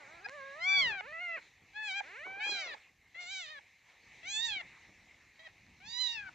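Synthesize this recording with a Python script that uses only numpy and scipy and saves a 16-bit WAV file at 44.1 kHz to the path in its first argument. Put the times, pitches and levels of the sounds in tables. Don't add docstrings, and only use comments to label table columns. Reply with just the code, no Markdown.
import sys
import numpy as np
from scipy import signal
from scipy.fft import rfft, irfft, next_fast_len
from scipy.io import wavfile
from scipy.ndimage import uniform_filter1d

SR = 44100
rng = np.random.default_rng(int(sys.argv[2]) if len(sys.argv) > 2 else 0)


def gain_from_db(level_db):
    decades = np.asarray(level_db, float) / 20
    return 10 ** decades


def file_out(sig):
    cols = np.atleast_2d(sig).T
    lim = np.clip(cols, -1, 1)
    pcm = np.round(lim * 32767).astype(np.int16)
    wavfile.write(sys.argv[1], SR, pcm)


N = 279594

# frequency in Hz, level in dB per Hz.
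RUSTLE_SPECTRUM = [(180, -38.5), (300, -18.5), (498, -13.5), (670, -17), (719, -10.5), (1180, -15),
                   (1480, -19), (1750, -6.5), (2150, -1), (2550, -7), (3250, -17), (3960, -13.5),
                   (4900, -23), (6490, -20), (8730, -36.5), (11300, -87), (19200, -120)]
# frequency in Hz, level in dB per Hz.
RUMBLE_SPECTRUM = [(15, -41.5), (30, -4.5), (66, 4), (125, -3), (190, -4.5), (360, -10), (600, -56)]
# frequency in Hz, level against the sum in dB.
RUSTLE_SIDE = [(60, -30.5), (100, -18), (180, -27), (310, -13.5), (540, -11.5), (930, -8.5), (1600, -18),
               (2770, -35.5), (4790, -9.5), (8280, 0)]
# frequency in Hz, level in dB per Hz.
HISS_SPECTRUM = [(300, -110), (7000, -108), (9000, -121), (11500, -114), (14000, -115), (15000, -124),
                 (16000, -150)]
# middle in seconds, half length in seconds, level in dB.
WIPES = [(0.0, 0.16, -63.5), (0.607, 0.86, -61), (1.319, 0.2, -61.5), (2.048, 0.35, -60),
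         (2.636, 0.23, -59.5), (3.445, 0.38, -65.5), (3.899, 0.055, -66.5), (4.098, 0.12, -69),
         (4.41, 0.42, -60.5), (4.863, 0.58, -66), (5.18, 0.11, -73), (5.454, 0.075, -67), (5.6, 0.46, -69),
         (6.2, 0.45, -63)]
# middle in seconds, half length in seconds, level in dB.
GRIP_SHIFTS = [
    (.2, 0.69, -74),
    (.8, 0.44, -73),
    (1.6, 0.29, -78),
    (2.292, 0.38, -78),
    (3.1, 0.53, -80.5),
    (4.1, 0.12, -79),
    (4.478, 0.37, -70),
    (5.1, 0.38, -73),
    (5.847, 0.45, -69.5),
    (6.34, 0.14, -67.5),
]
# start in seconds, length in seconds, level in dB.
SCRAPES = [
    (0.786, 0.14, -57.5),
    (2.251, 0.027, -55.5),
    (2.303, 0.082, -67.5),
    (2.457, 0.037, -53.5),
    (2.526, 0.13, -70.5),
    (2.66, .08, -61),
    (3.145, 0.1, -69),
]
# start in seconds, peak level in dB, frequency in Hz.
KNOCKS = [(0.774, -51, 171.6), (0.809, -47, 115), (0.829, -49, 260), (0.849, -45.5, 181), (0.865, -48, 130),
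          (0.879, -56, 407), (0.908, -52, 83.6), (1.11, -57, 90), (1.617, -55, 105.3), (2.224, -65, 386),
          (2.265, -50, 422), (2.315, -54, 515), (2.365, -51, 453), (2.465, -54, 472), (2.488, -49, 360),
          (2.519, -46.5, 403), (2.544, -49.5, 456), (2.589, -60, 530), (4.037, -58, 119),
          (4.556, -53.5, 317), (4.639, -54, 184), (4.889, -53, 191), (5.056, -67, 236), (5.679, -57.5, 238),
          (6.167, -58.5, 171)]
# start in seconds, peak level in dB, frequency in Hz.
TICKS = [
    (.2868, -34.5, 2150),
    (0.2947, -33.5, 2090),
    (4.256, -54, 7500),
    (4.497, -54, 7000),
    (5.487, -49, 2100),
    (5.666, -50, 2090),
    (2.51, -45, 3600),
]

# frequency in Hz, level in dB.
NEAR_COLOUR = [(300, -8), (800, -8), (1200, -18), (1700, -4), (2300, 0), (2900, -6), (3800, 0), (5200, -6),
               (6500, -6), (7500, -8), (8000, -20), (8500, -36), (9500, -55), (12500, -38), (15000, -55)]
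# frequency in Hz, level in dB.
BOX_COLOUR = [(250, -4), (600, 6.5), (1100, -3.5), (1600, 1.5), (2300, -2), (2900, -7.5), (3500, -20.5),
              (4200, -7), (6000, -34), (9500, -42.5)]
# frequency in Hz, level against the sum in dB, phase in radians.
NEAR_PORTS = [(600.0, -7.3, -2.0), (800.0, -2.5, -3.1), (1000.0, 4.3, -3.4), (1200.0, 14.3, -5.0),
              (1500.0, -10.2, -7.1), (1900.0, -18.6, -6.1), (2300.0, -11.0, -6.1), (2800.0, 1.7, -7.2),
              (3300.0, -4.5, -9.6), (3800.0, -2.6, -9.7), (4400.0, -1.8, -9.3), (5000.0, 0.5, -8.4),
              (5800.0, -4.0, -7.4), (7000.0, -2.1, -7.8)]
# frequency in Hz, level against the sum in dB, phase in radians.
BOX_PORTS = [(400.0, -15.2, -1.5), (600.0, -11.0, -1.6), (800.0, -2.8, -1.9), (1100.0, -2.2, -3.5),
             (1400.0, -0.4, -4.4), (1800.0, -16.5, -4.5), (2300.0, -12.8, -4.5), (2900.0, -5.8, -4.7),
             (4000.0, -10.4, -5.4)]

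# time in seconds, pitch in Hz, effort in dB.
WHINES = [
    [(0.0, 306, -65.5), (0.062, 261.3, -72.5), (0.078, 286.7, -68.5), (0.15, 342, -67.5),
     (0.205, 335, -67.5)],
    [(0.195, 337, -71), (0.35, 609, -57.5), (0.404, 540, -56.5), (0.534, 553, -58), (0.645, 733.5, -58),
     (0.75, 796, -51), (0.806, 696, -58), (0.914, 381, -66), (0.955, 358, -60.5)],
    [(0.945, 371, -62), (0.992, 373.3, -67), (1.05, 448, -59), (1.085, 595, -57.5), (1.127, 616, -56.5)],
    [(1.124, 650, -54), (1.165, 654, -51.5), (1.19, 669, -51), (1.22, 718, -49), (1.29, 686, -47),
     (1.358, 651, -47.5), (1.375, 559, -53.5), (1.4, 427, -66)],
    [(2.03, 238.4, -63.5), (2.15, 432.6, -58.5), (2.194, 562.6, -56.5), (2.264, 752.6, -53.5),
     (2.38, 794, -54), (2.426, 875, -52), (2.52, 808, -56), (2.634, 608.5, -57.5), (2.72, 388.5, -73)],
]
# mouth resonance in Hz, tilt at full effort in dB per octave.
WHINE_VOICES = [
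    (1500, 1.5),
    (1520, 4.5),
    (2200, 4.5),
    (2200, 4.5),
    (2200, 4),
]
# start and end in seconds, frequency in Hz, level in dB.
BOX_TONGUE = [
    (0.77, 1.125, 2100, -6),
    (1.125, 1.37, 2170, 4.5),
    (2.483, 2.52, 1230, -19.5),
    (1.2, 1.36, 1300, -4),
    (1.12, 1.19, 1100, 2),
    (2.19, 2.25, 920, -8),
    (1.125, 1.36, 3900, -4),
    (1.0, 1.125, 3000, -6),
]

# time in seconds, pitch in Hz, effort in dB, mouth resonance in Hz.
EARLY_MEWS = [
    [(0.243, 809, -50.5, 1940), (0.261, 837, -37.5, 1850), (0.267, 836, -43.5, 1820)],
    [(0.56, 801.4, -79, 2167), (0.602, 988, -49, 2060), (0.624, 1028, -37.5, 2190), (0.69, 1177, -28, 2370),
     (0.8, 1122, -27, 2636), (0.93, 818, -38.5, 1870), (0.965, 786, -42, 1600), (1.004, 729, -40.5, 1720),
     (1.012, 704, -47, 1998)],
    [(1.73, 771, -72.5, 1770), (1.765, 850.5, -42, 1850), (1.803, 868.7, -41, 1730),
     (1.871, 837, -40, 2160), (1.9, 775, -38, 2090), (1.927, 747, -40.5, 2010), (1.95, 790, -38.5, 2050),
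     (1.977, 812, -37, 2070), (2.007, 805, -37, 2000)],
    [(2.39, 750, -64, 2150), (2.408, 736.7, -40, 2080), (2.44, 792, -36, 2060), (2.5, 827, -36, 2530),
     (2.586, 787, -40, 2020), (2.668, 704.5, -46, 1930), (2.74, 557, -46.5, 1760), (2.749, 530, -55, 1800)],
]
# time in seconds, pitch in Hz, effort in dB, mouth resonance in Hz.
LATE_MEWS = [
    [(3.144, 643.3, -53, 1920), (3.195, 723.3, -43.5, 2000), (3.253, 699, -49.5, 1870),
     (3.335, 789, -42, 2070), (3.409, 721.5, -44, 1860), (3.471, 592.4, -52, 1810),
     (3.511, 631, -50.5, 1730), (3.592, 547, -50.5, 1500)],
    [(4.229, 634, -54, 2120), (4.28, 765.6, -42, 2150), (4.335, 847, -41, 3070), (4.37, 874, -35, 3380),
     (4.422, 925, -36.5, 3350), (4.451, 939, -32.5, 3580), (4.462, 924, -38.5, 3440),
     (4.562, 775, -39, 2800), (4.617, 674, -45.5, 2060)],
    [(5.391, 635, -56, 1900), (5.418, 645, -59, 1950), (5.43, 654, -62, 2000), (5.447, 666, -58.5, 2050),
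     (5.471, 630, -48, 1840), (5.479, 614, -54, 1950)],
    [(5.8, 714.5, -62.5, 1650), (5.834, 794, -57.5, 2310), (5.894, 919, -49, 3300),
     (6.022, 1014, -33, 3900), (6.07, 946.4, -34.5, 3870), (6.142, 922, -44, 3170), (6.196, 835, -42, 2300),
     (6.222, 831, -49.5, 1700), (6.295, 728, -46.5, 1500)],
]
# tilt in dB per octave, throat resonance in Hz,
# its strength in dB, roughness gained per dB of lost effort.
MEW_VOICES = [
    (3.5, 4400, -23.5, -0.5),
    (1.5, 5450, -24, -0.1),
    (1.4, 3430, -15, -0.5),
    (-0.5, 3650, -10.5, 0.028),
    (3, 3350, -13.5, -0.1),
    (0, 7700, -11, .03),
    (2, 3300, -18.5, -4),
    (-2.5, 6900, -11.5, .018),
]
# share of the voice 0-1, onset in seconds, # hiss at the teeth against that
# in the mouth 0-1, frequency in the mouth in Hz.
MEW_AIR = [
    (.03, .26, .2, 3900),
    (.035, .8, .15, 3000),
    (.03, 1.93, .2, 3900),
    (.04, 2.51, .5, 3900),
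    (.07, 3.2, .9, 3900),
    (.065, 4.449, .35, 4100),
    (.06, 5.46, .2, 3900),
    (.055, 5.88, .3, 4100),
]
# start in seconds, peak level in dB, frequency in Hz.
GULPS = [
    (0.263, -34, 796),
    (1.007, -37, 840),
    (2.006, -26.5, 813),
    (2.745, -38.5, 862),
    (3.592, -49.5, 877),
    (4.617, -48, 880),
    (5.474, -50, 780),
    (6.287, -48, 904),
]
# start in seconds, end in seconds.
GAPES = [
    (.61, 0.93),
    (1.83, 2.04),
    (2.419, 2.92),
    (3.21, 3.5),
    (4.257, 4.5),
    (5.85, 6.15),
]
# middle in seconds, half length in seconds, level in dB.
THROAT_RINGS = [
    (0.66, 0.095, 5.5),
    (0.826, 0.011, 5),
    (2.567, 0.08, 7),
    (2.665, 0.057, 1.5),
    (3.432, 0.15, 6),
    (4.321, 0.048, 8.5),
    (5.872, 0.068, 4),
    (6.02, 0.041, 1.5),
]
# start in seconds, end in seconds, frequency in Hz, level in dB.
TONGUE = [(2.483, 2.52, 1650, -9.5), (2.508, 2.6, 4030, 6), (2.45, 2.6, 6300, 1.5), (2.6, 2.69, 5700, 6),
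          (2.67, 2.745, 4000, 5.5), (2.69, 2.76, 5990, -17), (3.14, 3.225, 2140, 3.5),
          (3.14, 3.25, 3000, -6), (3.24, 3.31, 7140, 9.5), (3.33, 3.43, 5900, 6.5), (3.3, 3.7, 3360, 4),
          (3, 3.45, 4940, -2.5), (3.47, 3.6, 6200, -10), (3.8, 3.9, 4300, 2.5), (3.51, 3.6, 1600, 3.5),
          (4.265, 4.34, 6500, 5), (4.35, 4.41, 7170, 7), (4.26, 4.44, 5400, -3.5), (4.41, 4.45, 7500, -7),
          (4.27, 4.35, 3950, 5.5), (4.52, 4.59, 3400, 2.5), (4.53, 4.62, 6500, -8.5),
          (5.385, 5.47, 3500, 6.5), (5.385, 5.49, 2700, -14.5), (5.385, 5.49, 1250, -13),
          (5.86, 5.97, 4700, 10.5), (5.97, 6.13, 3970, 3), (4.5, 8.9, 9500, 1.5), (5.97, 6.9, 5880, 0.5),
          (6.12, 6.19, 5230, 13.5), (6.21, 5, 5200, -8), (6.24, 6.3, 1560, 9), (.75, .87, 3350, 5.5),
          (0.98, 1.01, 2320, -1), (1.7, 1.93, 2600, -2), (3.46, 4.3, 7200, -14), (2.62, 2.76, 7500, -10),
          (6.15, 6.3, 6500, -10.5), (5.85, 6.15, 7970, -9.5), (4.45, 4.48, 6600, 6.5),
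          (0.71, .72, 9000, 13), (1.79, 1.95, 8890, 32), (2.42, 2.58, 9050, 26), (4.28, 4.49, 9000, 21.5),
          (5.85, 6.04, 8900, 22.5), (4.37, 4.45, 3700, 2), (.64, .82, 5200, 4), (2.4, 2.47, 2300, 2),
          (.62, .76, 4900, -4), (4.5, 4.62, 7800, -9)]
# start
# in seconds, end in seconds, frequency in Hz, level in dB.
MORE_TONGUE = [(.24, .28, 3400, -7), (.24, .28, 4250, -6), (.24, .28, 5100, -22), (3.14, 3.2, 5000, -8),
               (1.9, 2.0, 3200, 3), (.24, .265, 850, -7), (0.724, 0.829, 4600, 6), (1.78, 1.871, 5560, -13),
               (1.863, 1.96, 1200, -3), (1.999, 2.01, 1800, 7), (2.458, 2.506, 3250, 5.5),
               (2.518, 2.559, 1610, 5.5), (3.202, 3.26, 1419, -4), (3.52, 3.588, 2900, -6),
               (4.363, 4.5, 1850, 5.5), (4.395, 4.49, 2760, -8.5), (5.82, 5.988, 2800, -6.5),
               (6.17, 6.3, 800, -3.5)]
# time in seconds, strength 0-1, length in seconds.
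CRACKS = [(1.009, 0.92, 0.0021), (1.381, 0.64, 0.013), (2.521, 0.02, 0.0075), (2.742, 0.24, 0.0088),
          (3.155, 0.33, 0.013), (3.222, 0.17, 0.02), (4.235, 0.35, 0.005), (6.071, 0.14, 0.012),
          (3.478, .3, .025), (.1, 0.28, .12), (0.808, 0.06, 0.0073), (4.62, 0.4, 0.014), (5.392, 0.5, .005),
          (5.481, 0.27, 0.01), (6.272, 0.03, 0.014)]
# time in seconds, share of the pitch, length in seconds.
CATCHES = [(0.762, 0.016, .005), (.808, 0.015, .006), (2.004, -0.038, 0.0033), (3.151, .03, 0.0041),
           (3.383, 0.014, 0.0096), (4.264, 0.014, .01), (4.302, 0.011, .012), (4.339, 0.014, .008),
           (4.47, .01, .01), (4.535, -0.0085, .012), (5.892, 0.0076, .012), (6.008, .008, .01),
           (6.149, 0.013, 0.0095), (1.216, 0.01, 0.011), (1.104, -0.014, .015), (2.197, .03, 0.0078),
           (2.257, .02, .008), (2.226, -.035, .018), (4.517, -.012, .015), (6.058, 0.022, .012),
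           (6.238, -0.026, .01), (3.318, .014, 0.014), (3.354, -0.015, 0.0086)]

STILL_RUSTLE_DB, STILL_RUMBLE_DB = -78, -83.5
SCRAPE_RISE_S, SCRAPE_FALL_DB_PER_S = 0.0041, 329
MASK_FROM_DB, MASK_SPAN_DB, MASK_DEPTH = -71, 6.5, .97
DUCK_DB, DUCK_FROM_DB = -2, -49.5

STEP = 16
LINES = 15
WAVER_SHARE, WAVER_HZ = .003, 22
TILT_DB_PER_LOST_DB, THROAT_DB_PER_LOST_DB, ROUGHEST = -0.1736, 0.38, 0.26
TILT_DB_PER_MOUTH_OCTAVE, THROAT_DB_PER_MOUTH_OCTAVE = -6, 16.5
THROAT_FOLLOWS_MOUTH = 0.36
WIDE_MOUTH_SHARPENS = 0.47
TOP_RING_DB = 2.5
SHUT_TOP_DB, SHUT_ABOVE_HZ = -12.5, 4700
TONGUE_WIDTH_HZ, TONGUE_MOVE_S = 565, .008
RISING_ROUGH_SHARE, STEADY_HAZE, TIRED_HAZE = 0.35, 0.089, 0.17
AIR_TOP_HZ, AIR_WIDTH_HZ, TEETH_HZ = 7500, 700, 6700
AIR_BEFORE_PEAK, AIR_RISE_S, AIR_FADE_S = .18, .012, .12
ATTACK_S, RELEASE_S, GULP_S = .003, .002, .011


def evened(x):
    return x / np.sqrt(np.mean(abs(x) ** 2) + 1e-20)


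def read(points, hz, column=1):
    table = np.asarray(points)
    return np.interp(np.log(hz + 1), np.log(table[:, 0] + 1), table[:, column])


def add(mix, s, sound):
    part = mix[round(s * SR):][:len(sound)]
    part += sound[:len(part)]


def wobble(length, hz, rate=SR, count=1):
    settle = rate // 20
    noise = rng.standard_normal((count, length + settle))
    x = signal.lfilter(*signal.butter(2, hz / rate * 2), noise)[:, settle:]
    return np.squeeze(x / x.std(1, keepdims=True))


def swells(t, events, still_db):
    power = sum((gain_from_db(db) * np.exp(-((t - s) / half) ** 2)) ** 2 for s, half, db in events)
    return np.sqrt(gain_from_db(still_db) ** 2 + power)


def ports(x, table):
    size = next_fast_len(N)
    hz = np.fft.rfftfreq(size, 1 / SR)
    gain = gain_from_db(read(table, hz)) * np.minimum(hz / 450, 1)
    phase = np.exp(1j * read(table, hz, column=2))
    side = irfft(rfft(x, size) * gain * phase, size)[:N]
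    return np.array([x + side, x - side])


def room(x, t60, level_db):
    t = np.arange(SR // 4) / SR
    signs = rng.choice([-1., 1.], (2, len(t)))
    sparse = rng.random((2, len(t))) < .05
    taps = signs * sparse * gain_from_db(-60 * t / t60) * (t > .003)
    return gain_from_db(level_db) * signal.fftconvolve(x[None], taps / np.linalg.norm(taps[0]), axes=1)[:, :N]


def hush():
    frames, hz = N // 256 + 5, np.fft.rfftfreq(1024, 1 / SR)
    t = np.arange(frames) * 256 / SR
    a, b, c, d, patches = rng.standard_normal((frames, 513, 5)).T
    patches = evened(uniform_filter1d(uniform_filter1d(patches, 12, 0), 10, 1))
    rustle, rumble = gain_from_db(read(RUSTLE_SPECTRUM, hz)), gain_from_db(read(RUMBLE_SPECTRUM, hz))
    rustle = rustle / np.linalg.norm(rustle[hz > 1800])
    rumble = rumble / np.linalg.norm(rumble)
    wiping = np.outer(rustle, swells(t, WIPES, STILL_RUSTLE_DB))
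    gripping = np.outer(rumble, swells(t, GRIP_SHIFTS, STILL_RUMBLE_DB))
    field = np.hypot(wiping, gripping) * gain_from_db(2.1 * patches)
    field = np.hypot(field, gain_from_db(read(HISS_SPECTRUM, hz))[:, None])
    mid = a + 1j * b
    side = (c + 1j * d) * gain_from_db(read(RUSTLE_SIDE, hz))[:, None]
    spectra = field * np.array([mid + side, mid - side])
    return gain_from_db(3.5) * signal.istft(spectra, nperseg=1024, noverlap=768)[1][:, :N]


def suppress(floor, voices):
    def band(x, edges):
        return signal.sosfiltfilt(signal.butter(6, edges, "band", fs=SR, output="sos"), x)

    def level_db(x):
        return 10 * np.log10(abs(uniform_filter1d((x ** 2).mean(0), size=2000)) + 1e-12)

    bright_db = level_db(band(voices, [5000, 8000]))
    masked = MASK_DEPTH * np.clip((bright_db - MASK_FROM_DB) / MASK_SPAN_DB, 0, 1)
    floor = floor - masked * band(floor, [8100, 11000])
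    return floor * gain_from_db(DUCK_DB * np.clip((level_db(voices) - DUCK_FROM_DB) / 10, 0, 1))


def scrape():
    t = np.arange(N) / SR
    level = 0
    for s, length, db in SCRAPES:
        fall_db = SCRAPE_FALL_DB_PER_S * np.maximum(t - s - length, 0)
        level = level + gain_from_db(db - fall_db) * np.clip((t - s) / SCRAPE_RISE_S, 0, 1)
    slips = rng.standard_normal(N) * gain_from_db(3.2 * wobble(N, 90))
    return level * evened(signal.lfilter(*signal.butter(2, [300 / SR * 2, 1300 / SR * 2], "band"), slips))


def handling():
    out, t = np.zeros(N), np.arange(5000) / SR
    for s, db, hz in KNOCKS:
        loose = .5 + 0.59 * wobble(len(t), 140) + 0.22 * wobble(len(t), 700)
        ring = np.sin(2 * np.pi * hz * t) * np.minimum(t / 0.0043, 1)
        add(out, s, gain_from_db(db - 60 * t / 0.13) * loose * ring)
    for s, db, hz in TICKS:
        body = np.sin(2 * np.pi * hz * t) + 0.32 * np.sin(2 * np.pi * 1.95 * hz * t)
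        body = body + 0.2 * rng.standard_normal(len(t))
        add(out, s, gain_from_db(db - 60 * t / 0.0056) * body)
    return signal.lfilter(*signal.butter(8, 8000 / SR * 2), out)


def moments(t, events):
    return sum(size * np.exp(-((t - at) / length) ** 2) for at, size, length in events)


def line_wobble(t, hz):
    return wobble(len(t), hz, SR // STEP, count=LINES)


def fold_pitch(t, pitch):
    for _ in range(2):
        pitch = uniform_filter1d(pitch, size=30, mode="nearest")
    return pitch * (1 + WAVER_SHARE * wobble(len(t), WAVER_HZ, SR // STEP) + moments(t, CATCHES))


def tract(f, hz, width_hz):
    return 1j * width_hz / hz / (1 - (f / hz) ** 2 + 1j * f * width_hz / hz ** 2)


def mouth_and_throat(t, f, mouth, width_hz, throat, throat_db, effort_db):
    gape = sum(np.interp(t, [a - .015, a + 0.0082, b - .02, b + 0.014], [0, 1, 1, 0]) for a, b in GAPES)
    closed = 1 + (f / mouth / 1.9) ** 6
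    width_hz = width_hz * (2100 / mouth) ** WIDE_MOUTH_SHARPENS
    shape = tract(f, mouth, width_hz) / closed
    shape = shape - gain_from_db(throat_db) * tract(f, throat, width_hz=1390) * f / throat
    shape = shape * gain_from_db(SHUT_TOP_DB * (1 - gape) / (1 + (SHUT_ABOVE_HZ / f) ** 8))
    return shape + gape * gain_from_db(TOP_RING_DB + effort_db) * (f > 10000)


def tongue_shading(t, f, moves):
    shading_db = 0
    for a, b, hz, db in moves:
        if a < t[-1] and b > t[0]:
            held = np.clip(np.minimum(t - a, b - t) / TONGUE_MOVE_S + .5, 0, 1)
            shading_db = shading_db + db * held * np.exp(-((f - hz) / TONGUE_WIDTH_HZ) ** 2)
    return shading_db


def hoarse_air(t, f, hoarse, end_s):
    share, tires_s, teeth, air_hz = hoarse
    in_mouth = np.exp(-((f - air_hz) / AIR_WIDTH_HZ) ** 2 / 2)
    at_teeth = teeth * np.exp(-((f - TEETH_HZ) / AIR_WIDTH_HZ) ** 2 / 2)
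    air = (in_mouth + at_teeth) / (1 + (f / AIR_TOP_HZ) ** 30)
    air = air * (line_wobble(t, 480) + 1j * line_wobble(t, 480))
    onset = np.clip((t - tires_s) / AIR_RISE_S, AIR_BEFORE_PEAK, 1)
    return share * air * onset * np.clip((end_s - t) / AIR_FADE_S, .15, 1)


def sing(start_s, end_s, t, pitch, lines):
    fine = np.arange(start_s, end_s, 1 / SR)
    turn = np.exp(2j * np.pi * np.cumsum(np.interp(fine, t, pitch)) / SR)
    sound = 0
    for line in lines[::-1]:
        sound = (sound + np.interp(fine, t, line)) * turn
    edges = np.clip(np.minimum((fine - start_s) / ATTACK_S, (end_s - fine) / RELEASE_S), 0, 1)
    return -np.sqrt(2) * sound.real * edges


def cry(rows, voice, colour, width_hz, breath_db, hoarse, tongue):
    s, *columns = np.transpose(rows)
    t, k = np.arange(s[0], s[-1] + STEP / SR, STEP / SR), np.arange(1, LINES + 1)[:, None]
    pitch, effort_db, mouth = (uniform_filter1d(np.interp(t, s, c), size=9, mode="nearest") for c in columns)
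    pitch = fold_pitch(t, pitch)
    f = k * pitch

    full_tilt_db, throat, full_throat_db, roughening = voice
    lost_db = np.minimum(effort_db.max() - effort_db, 25)
    narrowing = np.log2(mouth / mouth.max())
    tilt_db = full_tilt_db + TILT_DB_PER_LOST_DB * lost_db + TILT_DB_PER_MOUTH_OCTAVE * narrowing
    throat_db = full_throat_db + THROAT_DB_PER_LOST_DB * lost_db + THROAT_DB_PER_MOUTH_OCTAVE * narrowing
    throat_db = throat_db + sum(db * np.exp(-((t - at) / half) ** 4) for at, half, db in THROAT_RINGS)
    throat = throat * (mouth / mouth.max()) ** THROAT_FOLLOWS_MOUTH
    rising = t < t[effort_db.argmax()]
    rough = np.clip(roughening * lost_db, 0, ROUGHEST) * np.where(rising, RISING_ROUGH_SHARE, 1)

    shape = mouth_and_throat(t, f, mouth, width_hz, throat, throat_db, effort_db)
    line_db = tongue_shading(t, f, tongue) + read(colour, f) + tilt_db * np.log2(k)
    part = shape * gain_from_db(line_db + 1.45 * line_wobble(t, 15.6))

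    flutter = rough * (line_wobble(t, 57) + 1j * line_wobble(t, 100))
    haze = gain_from_db(breath_db) * k + moments(t, CRACKS) + (STEADY_HAZE + rough) * (f / 6500) ** 2
    haze = haze + TIRED_HAZE * rough
    breath = haze * (line_wobble(t, 180) + 1j * line_wobble(t, 170))
    voiced = part * (1 + flutter + breath) / np.linalg.norm(part, axis=0)
    lines = gain_from_db(effort_db) * (voiced + hoarse_air(t, f, hoarse, s[-1]))
    jitter = (0.0031 + 0.013 * rough) * wobble(len(t), 89, SR // STEP)
    return s[0], sing(s[0], s[-1], t, pitch * (1 + jitter), lines)


def littermate():
    out = np.zeros(N)
    for rows, (mouth_hz, tilt_db) in zip(WHINES, WHINE_VOICES):
        curve = [tuple(row) + (mouth_hz,) for row in rows]
        air = (.008, rows[-2][0], 0, 3900)
        voice = (tilt_db, 4200, -20, .007)
        add(out, *cry(curve, voice, BOX_COLOUR, width_hz=790, breath_db=-46.0, hoarse=air, tongue=BOX_TONGUE))
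    return gain_from_db(8) * out


def kitten():
    out, t = np.zeros(N), np.arange(1200) / SR
    moves = list(TONGUE) + list(MORE_TONGUE)
    for rows, voice, air in zip(list(EARLY_MEWS) + list(LATE_MEWS), MEW_VOICES, MEW_AIR):
        add(out, *cry(rows, voice, NEAR_COLOUR, width_hz=763, breath_db=-43.5, hoarse=air, tongue=moves))
    for s, db, hz in GULPS:
        tone = np.sin(2 * np.pi * hz * t) + .4 * np.sin(2 * np.pi * 2.05 * hz * t)
        add(out, s, gain_from_db(db - 8) * tone * np.sin(np.pi * np.minimum(t / GULP_S, 1) ** 0.65))
    return out


def scene():
    near, low = kitten(), littermate()
    voices = ports(near, NEAR_PORTS) + ports(low, BOX_PORTS)
    walls = room(near + low, 0.18, level_db=-18)
    touches = ports(handling() + scrape(), BOX_PORTS)
    return voices + walls + touches + suppress(hush(), voices)


def low_pass(x):
    return signal.sosfilt(signal.butter(12, 15700, fs=SR, output="sos"), x)


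def record(dry):
    mix = signal.lfilter(*signal.butter(2, 45 / SR * 2, "high"), dry)
    return low_pass(mix)


dry = scene()
out = record(dry)
file_out(out)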